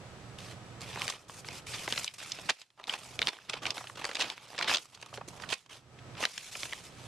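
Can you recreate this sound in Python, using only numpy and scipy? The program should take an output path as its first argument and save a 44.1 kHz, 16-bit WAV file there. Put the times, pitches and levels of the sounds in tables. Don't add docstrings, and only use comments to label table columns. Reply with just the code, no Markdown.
import sys
import numpy as np
from scipy import signal
from scipy.fft import rfft, irfft
from scipy.io import wavfile
from scipy.ndimage import uniform_filter1d

SR = 44100
rng = np.random.default_rng(int(sys.argv[2]) if len(sys.argv) > 2 else 0)


def master_out(mix):
    frames = np.transpose(np.atleast_2d(mix))
    ceiling = np.clip(frames, -1, 1)
    pcm = np.round(ceiling * 32767).astype(np.int16)
    wavfile.write(sys.argv[1], SR, pcm)


N = 311787
HZ = np.fft.rfftfreq(N, 1 / SR)
TIME = np.arange(N) / SR
SIDES = np.array([[.5], [-.5]])

# frequency in Hz, relative level in dB.
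FLEX_SPECTRUM = [(100, -16.5), (220, -7), (400, -3.5), (700, 0), (1200, 0), (1700, -8.5), (3000, -56.5)]
# frequency in Hz, likeness (clipped to 0-1).
PAPER_LIKENESS = [(100, 1.5), (1400, 0.94), (3000, 0.88), (6500, 0.6), (10000, 0), (14500, 0.33)]
# frequency in Hz, left minus right in dB.
MIC_BALANCE = [(60, -7), (200, -4.5), (700, -1.5), (2400, -0.7), (4500, -1), (8000, 1.3), (14500, 2)]


def crease_snaps(level_db=-0.17, click=3.2, build_share=0.34, after_db=-27, after_s=0.0068,
                 spread_octaves=0.77, spread_doubling_db=31, skirt=4.1, ripple_db=2.5,
                 crack_db=-17.5, crack_s=0.0005, quick_s=0.0019, loss_db_per_doubling=11,
                 thud_db=-0.5, thud_s=0.0037, treble_hz=10000, bass_hz=500, size=2048):
    # time in seconds, peak level in dB, length in seconds, centre in Hz,
    # thud relative to the peak in dB.
    snaps = [(0.3875, -39.5, .002, 2950, -33), (0.8085, -43, .0013, 6000, -10),
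             (0.8174, -38.5, 0.0023, 4800, -14), (0.959, -34, 0.0017, 1140, -4),
             (.9735, -39.5, 0.0029, 960, 4.5), (1.0125, -34.5, 0.0012, 1380, -10),
             (1.019, -23.5, 0.0011, 2940, -22), (1.08, -25, 0.001, 3340, -16.5),
             (1.09, -31, .0048, 2030, -14), (1.1002, -30.5, 0.0076, 4500, -7.5),
             (1.124, -37.5, 0.0037, 2370, -22), (1.297, -37.5, 0.0015, 1150, -11),
             (1.4467, -41, 0.0014, 1950, -9), (1.487, -32.5, 0.0021, 3040, -9.5),
             (1.741, -34.5, 0.018, 2700, -8), (1.8778, -27.5, 0.004, 1900, -5),
             (1.925, -22, 0.0025, 3200, -13), (1.9781, -25.5, 0.0038, 2240, -8.5),
             (2.045, -27, 0.0016, 4420, -18), (2.0788, -27, 0.002, 3220, -39),
             (2.228, -40.5, 0.0015, 1750, -15), (2.32, -27, 0.0033, 4000, -33),
             (2.388, -41, .002, 1810, -2), (2.492, -28, 0.0042, 2200, -6),
             (2.4972, -21.5, 0.0073, 2250, -10), (2.5048, -23.5, 0.0027, 2840, -13),
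             (2.617, -43.5, 0.0052, 3650, -15.5), (2.704, -58.5, .003, 2980, -12),
             (2.798, -44, 0.0042, 1400, 0), (2.8404, -36, 0.00093, 3150, -27),
             (2.8715, -39, 0.0014, 3680, -27), (2.896, -21.5, 0.0034, 2650, -33),
             (2.939, -29, 0.0058, 2540, -10.5), (3.1917, -22.5, 0.0013, 3040, -15.5),
             (3.218, -19, .0016, 2850, -20), (3.227, -23, 0.0024, 2650, -47),
             (3.272, -18.5, 0.00089, 2840, -17), (3.2826, -28, 0.0051, 2960, -6),
             (3.288, -25.5, 0.003, 2860, -15), (3.331, -43, 0.0083, 2230, -4),
             (3.3878, -44, 0.0018, 1650, -27), (3.4976, -29, 0.0051, 3180, -11.5),
             (3.534, -32, .004, 2460, -28), (3.5394, -32.5, 0.0039, 2200, -3),
             (3.6553, -24.5, 0.0011, 1910, -16), (3.666, -25.5, 0.0053, 2690, -14),
             (3.706, -24.5, 0.0031, 3200, -26), (3.771, -36, 0.0019, 1700, -6),
             (3.78, -31.5, 0.0025, 1980, -6.5), (3.81, -39.5, 0.0068, 890, -12),
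             (3.842, -45.5, 0.0034, 1450, 3.5), (3.872, -37.5, 0.0036, 2610, -31),
             (3.8985, -39, 0.002, 1420, -5), (3.958, -44.5, 0.008, 2980, -3.5),
             (4.044, -28, 0.004, 2550, -5.5), (4.0522, -26.5, 0.0017, 3530, -8.5),
             (4.0927, -34, 0.0026, 1090, -7), (4.081, -42, .002, 2220, -9), (4.114, -34, 0.0027, 2260, -13),
             (4.149, -37, .0013, 5000, -10), (4.1543, -26.5, 0.0045, 3170, -17),
             (4.169, -30, 0.0056, 2620, -11), (4.196, -35, 0.0036, 3800, -4),
             (4.204, -25, 0.0028, 3200, -30), (4.211, -23, 0.0063, 3100, -16),
             (4.222, -25, 0.0072, 3000, -22), (4.301, -28, .0016, 3360, -16),
             (4.379, -38.5, .0016, 2370, -11), (4.547, -44, 0.0033, 1170, -4),
             (4.5806, -30.5, 0.0038, 2680, -20), (4.5897, -26.5, 0.0036, 3180, -22),
             (4.612, -24.5, 0.002, 2290, -18), (4.6264, -24, 0.006, 2650, -17),
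             (4.6446, -28, 0.0023, 2440, -20), (4.678, -28, 0.011, 2200, -15),
             (4.6963, -22, 0.0025, 2270, -18), (4.704, -27, .003, 2650, -17),
             (4.7143, -24.5, 0.0081, 1930, -6), (4.728, -32, .0028, 2800, -15),
             (4.7385, -26, 0.0022, 3480, -20), (4.745, -24, 0.0034, 3270, -20),
             (4.7475, -23.5, 0.0044, 3560, -47), (4.7587, -27, 0.0024, 3470, -16),
             (4.7708, -26.5, 0.0028, 3700, -30), (4.7834, -32.5, 0.0016, 2610, -19),
             (4.949, -45.5, 0.009, 4500, -15), (5.015, -47, 0.0025, 5540, -10),
             (5.062, -47, 0.0027, 4200, -2), (5.0276, -40, 0.0035, 2650, -6),
             (5.14, -49, 0.00085, 1990, -5), (5.1752, -37.5, .0033, 1770, -10),
             (5.1806, -35.5, 0.0071, 477, -16), (5.2133, -34, 0.0042, 1000, -25),
             (5.129, -41, 0.0044, 700, -27), (5.281, -42.5, 0.012, 332, -20),
             (5.4006, -42.5, 0.0032, 1420, -11), (5.422, -42.5, 0.0052, 3000, -10),
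             (5.437, -35.5, 0.0062, 1610, -21), (5.491, -36, 0.0043, 2900, -10),
             (5.503, -35, .0025, 3150, -24), (5.527, -25, 0.01, 2540, -9.5),
             (5.539, -34, 0.0037, 3980, -22), (5.662, -53.5, .004, 3000, -5), (5.99, -51, 0.011, 2730, -16),
             (6.1525, -43.5, 0.0026, 1990, -10), (6.228, -28.5, 0.0035, 1640, -2.5),
             (6.238, -23.5, 0.0033, 1910, -27), (6.253, -19.5, 0.0017, 3000, -18),
             (6.379, -31, 0.0025, 3270, -19), (6.554, -32, 0.0048, 2180, -10),
             (6.6325, -26.5, 0.0013, 2900, -18), (6.655, -36.5, 0.0026, 2070, -8),
             (6.726, -32.5, .004, 2110, -11), (6.7331, -29.5, 0.0021, 2760, -13)]
    # frequency in Hz, relative level of the crack in dB.
    crack_spectrum = [(800, -32), (4000, 6), (8000, 9), (11000, 1), (14500, -6)]
    out, slips = np.zeros((2, N)), noise_pair(PAPER_LIKENESS)
    hz, lead = np.fft.rfftfreq(size, 1 / SR) + 1, size // 4
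    t = (np.arange(size) - lead) / SR
    limits_db = -10 * np.log10((1 + (hz / treble_hz) ** 10) * (1 + (bass_hz / hz) ** 2))
    for time, db, length, centre_hz, flex_db in snaps:
        start = round(time * SR) - lead
        swell = np.exp(-abs(t) / (length * np.where(t < 0, build_share, 1 - build_share)))
        swell += (t > 0) * gain_of(after_db) * np.exp(-abs(t) / after_s)
        burst = slips[:, start:start + size] * swell
        burst[:, lead] += click
        width_octaves = spread_octaves * 2 ** (flex_db / spread_doubling_db)
        off_centre = np.log2(hz / centre_hz) / width_octaves
        hump_db = -10 * (1 + skirt) * np.log10(1 + off_centre ** 2 / (2 * skirt))
        hump_db -= 5 * np.log10(1 + hz / centre_hz)
        modes_db = ripple_db * unit_rms(uniform_filter1d(rng.standard_normal(len(hz)), size=18))
        snap = struck(burst, hump_db + modes_db + limits_db, size=60)
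        add(out, start, snap * gain_of(db + level_db))
        jolt = slips[:, start:start + size] * np.exp(-abs(t) / crack_s)
        crack = struck(jolt, curve_at(crack_spectrum, hz), size=60)
        loss_db = loss_db_per_doubling * max(np.log2(length / quick_s), 0)
        add(out, start, crack * gain_of(db + crack_db - loss_db))
        flex = rng.standard_normal((1, size)) * (t >= 0) * np.exp(-abs(t) / thud_s)
        thud = struck(flex, curve_at(FLEX_SPECTRUM, hz) + modes_db, size=130)
        add(out, start, thud * gain_of(db + flex_db + thud_db))
    return out


def rubbing(scrape_db=-1.0, fizz_db=0.72, grain_db=1.85, flutter_db=3.5):
    # frequency in Hz, relative level in dB.
    scrape_spectrum = [(500, -27), (1100, -8.5), (1600, -4.5), (2500, 2), (3500, 0.5), (5000, -4.5),
                       (6300, -10.5), (9000, -46)]
    fizz_spectrum = [(3000, -14), (5000, -4), (6500, -3.5), (8500, -5.5), (10500, -9.5), (12500, -16.5),
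                     (14500, -31)]
    scrape, flex, fizz, buckle = hand_strokes()
    grip = gain_of(grain_db * wander(size=200))
    fizz = fizz * gain_of(fizz_db + flutter_db * buckle * wander(size=700))
    voices = [(FLEX_SPECTRUM, flex, buckle),
              (scrape_spectrum, scrape * gain_of(scrape_db), buckle),
              (fizz_spectrum, fizz, buckle / 2)]
    shared_crackle, out = crackle(), np.zeros((2, N))
    for spectrum, level, share in voices:
        power = 1 - share + share * (shared_crackle + crackle()) / 2
        friction = noise_pair(PAPER_LIKENESS) * grip * np.sqrt(power)
        out += colour(friction, curve_at(spectrum, HZ)) * level
    return bending(out)


def hand_strokes(grab_s=0.007, release_db_per_s=407):
    # start in seconds, length in seconds, scrape level in dB,
    # swell over the stroke in dB, flex and fizz relative to the scrape in dB, buckling share from 0 to 1.
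    strokes = [(0.382, 0.14, -52.5, 0, -7, -4, 0.4), (0.801, 0.23, -48.5, 1.5, -5.5, -6.5, 0.4),
               (0.982, 0.16, -46, -7, -4.5, -2.5, .95), (1.13, 0.16, -64, -18, -1, -3.5, 0.8),
               (1.279, 0.12, -59, 3.5, -3, 3.5, 0.3), (1.449, .13, -51, 4.5, -5, -1.5, 0.56),
               (1.663, 0.19, -46, 0, -8, -2, 0), (1.883, 0.2, -44, -7.5, -14.5, -5, 1),
               (2.136, 0.0096, -51, -5, -28, -2, 0.7), (2.178, 0.337, -50.5, -5, -8.5, -5, 0.73),
               (2.538, .08, -59.5, 4, -15, -10, .95), (2.775, 0.107, -62.5, -1, 3, -11, .95),
               (2.871, 0.077, -42.5, 3, -4, -7, .95), (2.976, 0.18, -54.5, -5, -4, -0.5, 0.8),
               (3.198, 0.088, -49, 4, -0.5, -7.5, .95), (3.317, 0.27, -62, -19, -4, -8.5, 0.8),
               (3.482, 0.097, -50, 2, -0.5, -14, .95), (3.618, 0.091, -46, -4.5, 0.5, -11, 0),
               (3.741, 0.19, -55.5, -15, -2.5, 1.5, 0.4), (3.969, 0.26, -50, -6, -1.5, -8, 0.98),
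               (4.184, 0.14, -43, -6, -3.5, -11, 0.2), (4.345, .22, -56, 10, -3.5, -6, 0.9),
               (4.58, 0.083, -45, 0, 2, -18, 0.2), (4.675, 0.063, -32.5, 3, -5.5, -10, 0.1),
               (4.788, 0.15, -62.5, -18.5, -7.5, 0.5, 0.6), (4.916, 0.196, -61.5, 0.5, -4, -6, 0.9),
               (5.131, 0.015, -50, 6, -3.5, -6.5, .95), (5.276, 0.0073, -54, 0, 0, 3.5, .95),
               (5.323, 0.15, -59, 4, 4.5, -3, 1), (5.489, 0.027, -41.5, 11.5, -6.5, -9, 1),
               (5.562, 0.094, -67, -8, -14, -4.5, .8), (5.691, 0.078, -53.5, -3.5, -4, -6, 0.56),
               (6.164, 0.075, -44, 12, -3, -6.5, .55), (6.275, 0.217, -52, 0.5, -14, -1, 0.2),
               (6.511, 0.15, -49.5, 3.5, -10, 1.5, 0.15), (6.682, 0.12, -52.5, -2.5, -12, -1.5, 0),
               (6.822, 0.046, -55.5, 7.5, -12.5, -1, 0.4), (6.89, .18, -60, 12, -9, -2.5, 0)]
    # scrape, flex and fizz in dB.
    whisper_db = (-80, -83.5, -82)
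    power = np.outer(gain_of(whisper_db) ** 2, np.ones(N))
    buckling = np.zeros(N)
    for start, length, db, swell_db, flex_db, fizz_db, share in strokes:
        first = round(start * SR)
        t = TIME[:N - first][:SR]
        shape_db = swell_db * (np.minimum(t / length, 1) - .5)
        shape_db -= release_db_per_s * np.maximum(t - length, 0)
        stroke = (np.minimum(t / grab_s, 1) * gain_of(db + shape_db)) ** 2
        add(power, first, stroke * gain_of([[0], [flex_db], [fizz_db]]) ** 2)
        add(buckling[None], first, stroke[None] * share)
    return (*np.sqrt(power), buckling / power[0])


def crackle(per_s=800, spread_db=6.0, decay_s=0.0015):
    sizes = gain_of(spread_db * np.minimum(rng.exponential(1, N), 3)) ** 2
    hits = sizes * (rng.random(N) < per_s / SR)
    power = signal.lfilter([1], [1, -np.exp(-1 / (SR * decay_s))], hits)
    return power / (uniform_filter1d(power, size=1100) + power.mean() / 20)


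def bending(x, patchy_db=2.5, rasp_db=1.5, rasp_width_hz=170):
    # time in seconds, frequency in Hz.
    rasp_path = [(.55, 3350), (.9, 2420), (1.8, 2330), (3.1, 2480), (4.7, 3380), (6.5, 2450)]
    hz, times, frames = signal.stft(x, SR, nperseg=256, noverlap=192)
    patches = rng.standard_normal((len(times), len(hz))).T
    patches = unit_rms(uniform_filter1d(uniform_filter1d(patches, size=2, axis=0), size=20, axis=1))
    rasp_hz = np.interp(times, *np.transpose(rasp_path))
    rasp = 1 / (1 + ((hz[:, None] - rasp_hz) / rasp_width_hz) ** 2)
    frames = frames * gain_of(patchy_db * patches + rasp_db * rasp)
    return signal.istft(frames, SR, nperseg=256, noverlap=192)[1][:, :N]


def sheet_position():
    # time in seconds, left minus right in dB.
    sheet_path = [(1, -.8), (2.1, -0.5), (2.5, -2), (2.9, -1), (3.25, -1.5), (4.7, -1.5), (5.25, -2),
                  (5.48, -6), (5.8, -0.5), (6.7, -1)]
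    return gain_of(np.interp(TIME, *np.transpose(sheet_path)) * SIDES)


def wall_reflections(x, wet_db=-18, first_s=0.0017, size=16384):
    # frequency in Hz, reverberation time in seconds.
    room_t60 = [(150, 0.077), (1000, 0.15), (4000, 0.15), (12000, 0.25)]
    t = np.arange(size) / SR
    taps = rng.standard_normal((2, size)) * (rng.random((2, size)) < 1 / 20) * (t > first_s)
    hz, times, frames = signal.stft(taps, SR, nperseg=256)
    decay = gain_of(-60 * times / curve_at(room_t60, hz)[:, None])
    tail = signal.istft(frames * decay, SR)[1]
    return gain_of(wet_db) * signal.fftconvolve(x, tail / np.linalg.norm(tail[0]), axes=1)[:, :N]


def room_drone(level_db=-49, floor_db=-85, hum_hz=119.3, hum_db=-7.5, waver_hz=3, waver_db=2.5,
               whine_hz=7868, whine_db=-26.5):
    # frequency in Hz, relative level of the noise in dB.
    noise_spectrum = [(20, -23), (45, -17.5), (70, -9.5), (90, -6.5), (125, -2.5), (180, -8), (270, -12.5),
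                      (560, -13.5), (900, -18), (1300, -19), (3000, -25), (6500, -31), (11000, -41.5),
                      (14500, -62)]
    # centre in Hz, width in Hz, level in dB on the same scale.
    resonances = [(732, 50, -14), (1270, 70, -15)]
    # frequency in Hz, likeness of left and right from 0 to 1.
    room_likeness = [(60, 0.99), (150, 0.93), (630, 0.78), (1400, 0.45), (3000, 0.14), (6700, 0.065)]
    power = gain_of(curve_at(noise_spectrum, HZ)) ** 2
    for hz, width, db in resonances:
        power += (gain_of(db) / (1 + (2 * (HZ - hz) / width) ** 2)) ** 2
    noise = colour(noise_pair(room_likeness), 10 * np.log10(power))
    hum_turns = np.cumsum(hum_hz + waver_hz * wander(size=3000)) / SR
    hum_sides = gain_of(curve_at(MIC_BALANCE, hum_hz) * SIDES)
    hum = unit_rms(hum_sides * np.sin(2 * np.pi * hum_turns) * gain_of(waver_db * wander(size=3500)))
    whine_turns = np.cumsum(whine_hz + 20 * wander(size=600)) / SR
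    whine = unit_rms(np.sin(2 * np.pi * whine_turns))
    level = np.hypot(gain_of(level_db + drone_dips_db()), gain_of(floor_db))
    return (noise + gain_of(hum_db) * hum + gain_of(whine_db) * whine) * level


def drone_dips_db(sink_s=0.044, curve=1.15):
    # start in seconds, depth in dB, recovery in seconds.
    dips = [(1.06, 16.5, 0.46), (1.5, 3, 2.2), (2.03, 17, 0.45), (2.51, 46, 0.67), (3.26, 29, .44),
            (3.69, 13.5, 0.7), (4.04, 13.5, 2), (4.27, 8.5, 0.69), (4.74, 17, 0.42), (5.52, 23.5, 0.54),
            (6.22, 18, 0.88)]
    return -sum(depth * np.interp(TIME - start, [0, sink_s, sink_s + recovery], [0, 1, 0]) ** curve
                for start, depth, recovery in dips)


def struck(force, spectrum_db, size):
    log_gain = np.log(gain_of(np.concatenate([spectrum_db, spectrum_db[-2:0:-1]])))
    response = np.exp(np.conj(signal.hilbert(log_gain)))[:len(spectrum_db)]
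    ring = irfft(rfft(force) * response)
    return ring / np.sqrt(uniform_filter1d(ring.mean(0) ** 2, size=size).max())


def noise_pair(likeness):
    left, other = rng.standard_normal((2, 2 * len(HZ))).view(complex) * np.sqrt(N / 2)
    same = np.clip(curve_at(likeness, HZ), 0, 1)
    right = same * left + np.sqrt(1 - same ** 2) * other
    return irfft(np.array([left, right]), N)


def colour(x, db):
    balance_db = curve_at(MIC_BALANCE, HZ) * SIDES
    return unit_rms(irfft(rfft(x) * gain_of(db + balance_db), N))


def wander(size):
    return unit_rms(uniform_filter1d(uniform_filter1d(rng.standard_normal(N), size=size), size=size // 2))


def gain_of(db):
    return 10 ** (np.asarray(db) / 20)


def unit_rms(x):
    return x / np.sqrt(np.mean(x ** 2) + 1e-20)


def curve_at(points, hz):
    points_hz, values = np.transpose(points)
    return np.interp(np.log(hz + 1), np.log(points_hz), values)


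def add(mix, start, sound):
    part = mix[:, max(start, 0):][:, :sound.shape[1]]
    part += sound[:, :part.shape[1]]


def scene():
    paper = (crease_snaps() + rubbing()) * sheet_position()
    return paper + wall_reflections(paper) + room_drone()


def record(dry):
    low_pass = signal.firwin(255, cutoff=14350, window=("kaiser", 8), fs=SR)
    return signal.oaconvolve(dry, low_pass[None], "same", axes=1)


dry = scene()
out = record(dry)
master_out(out)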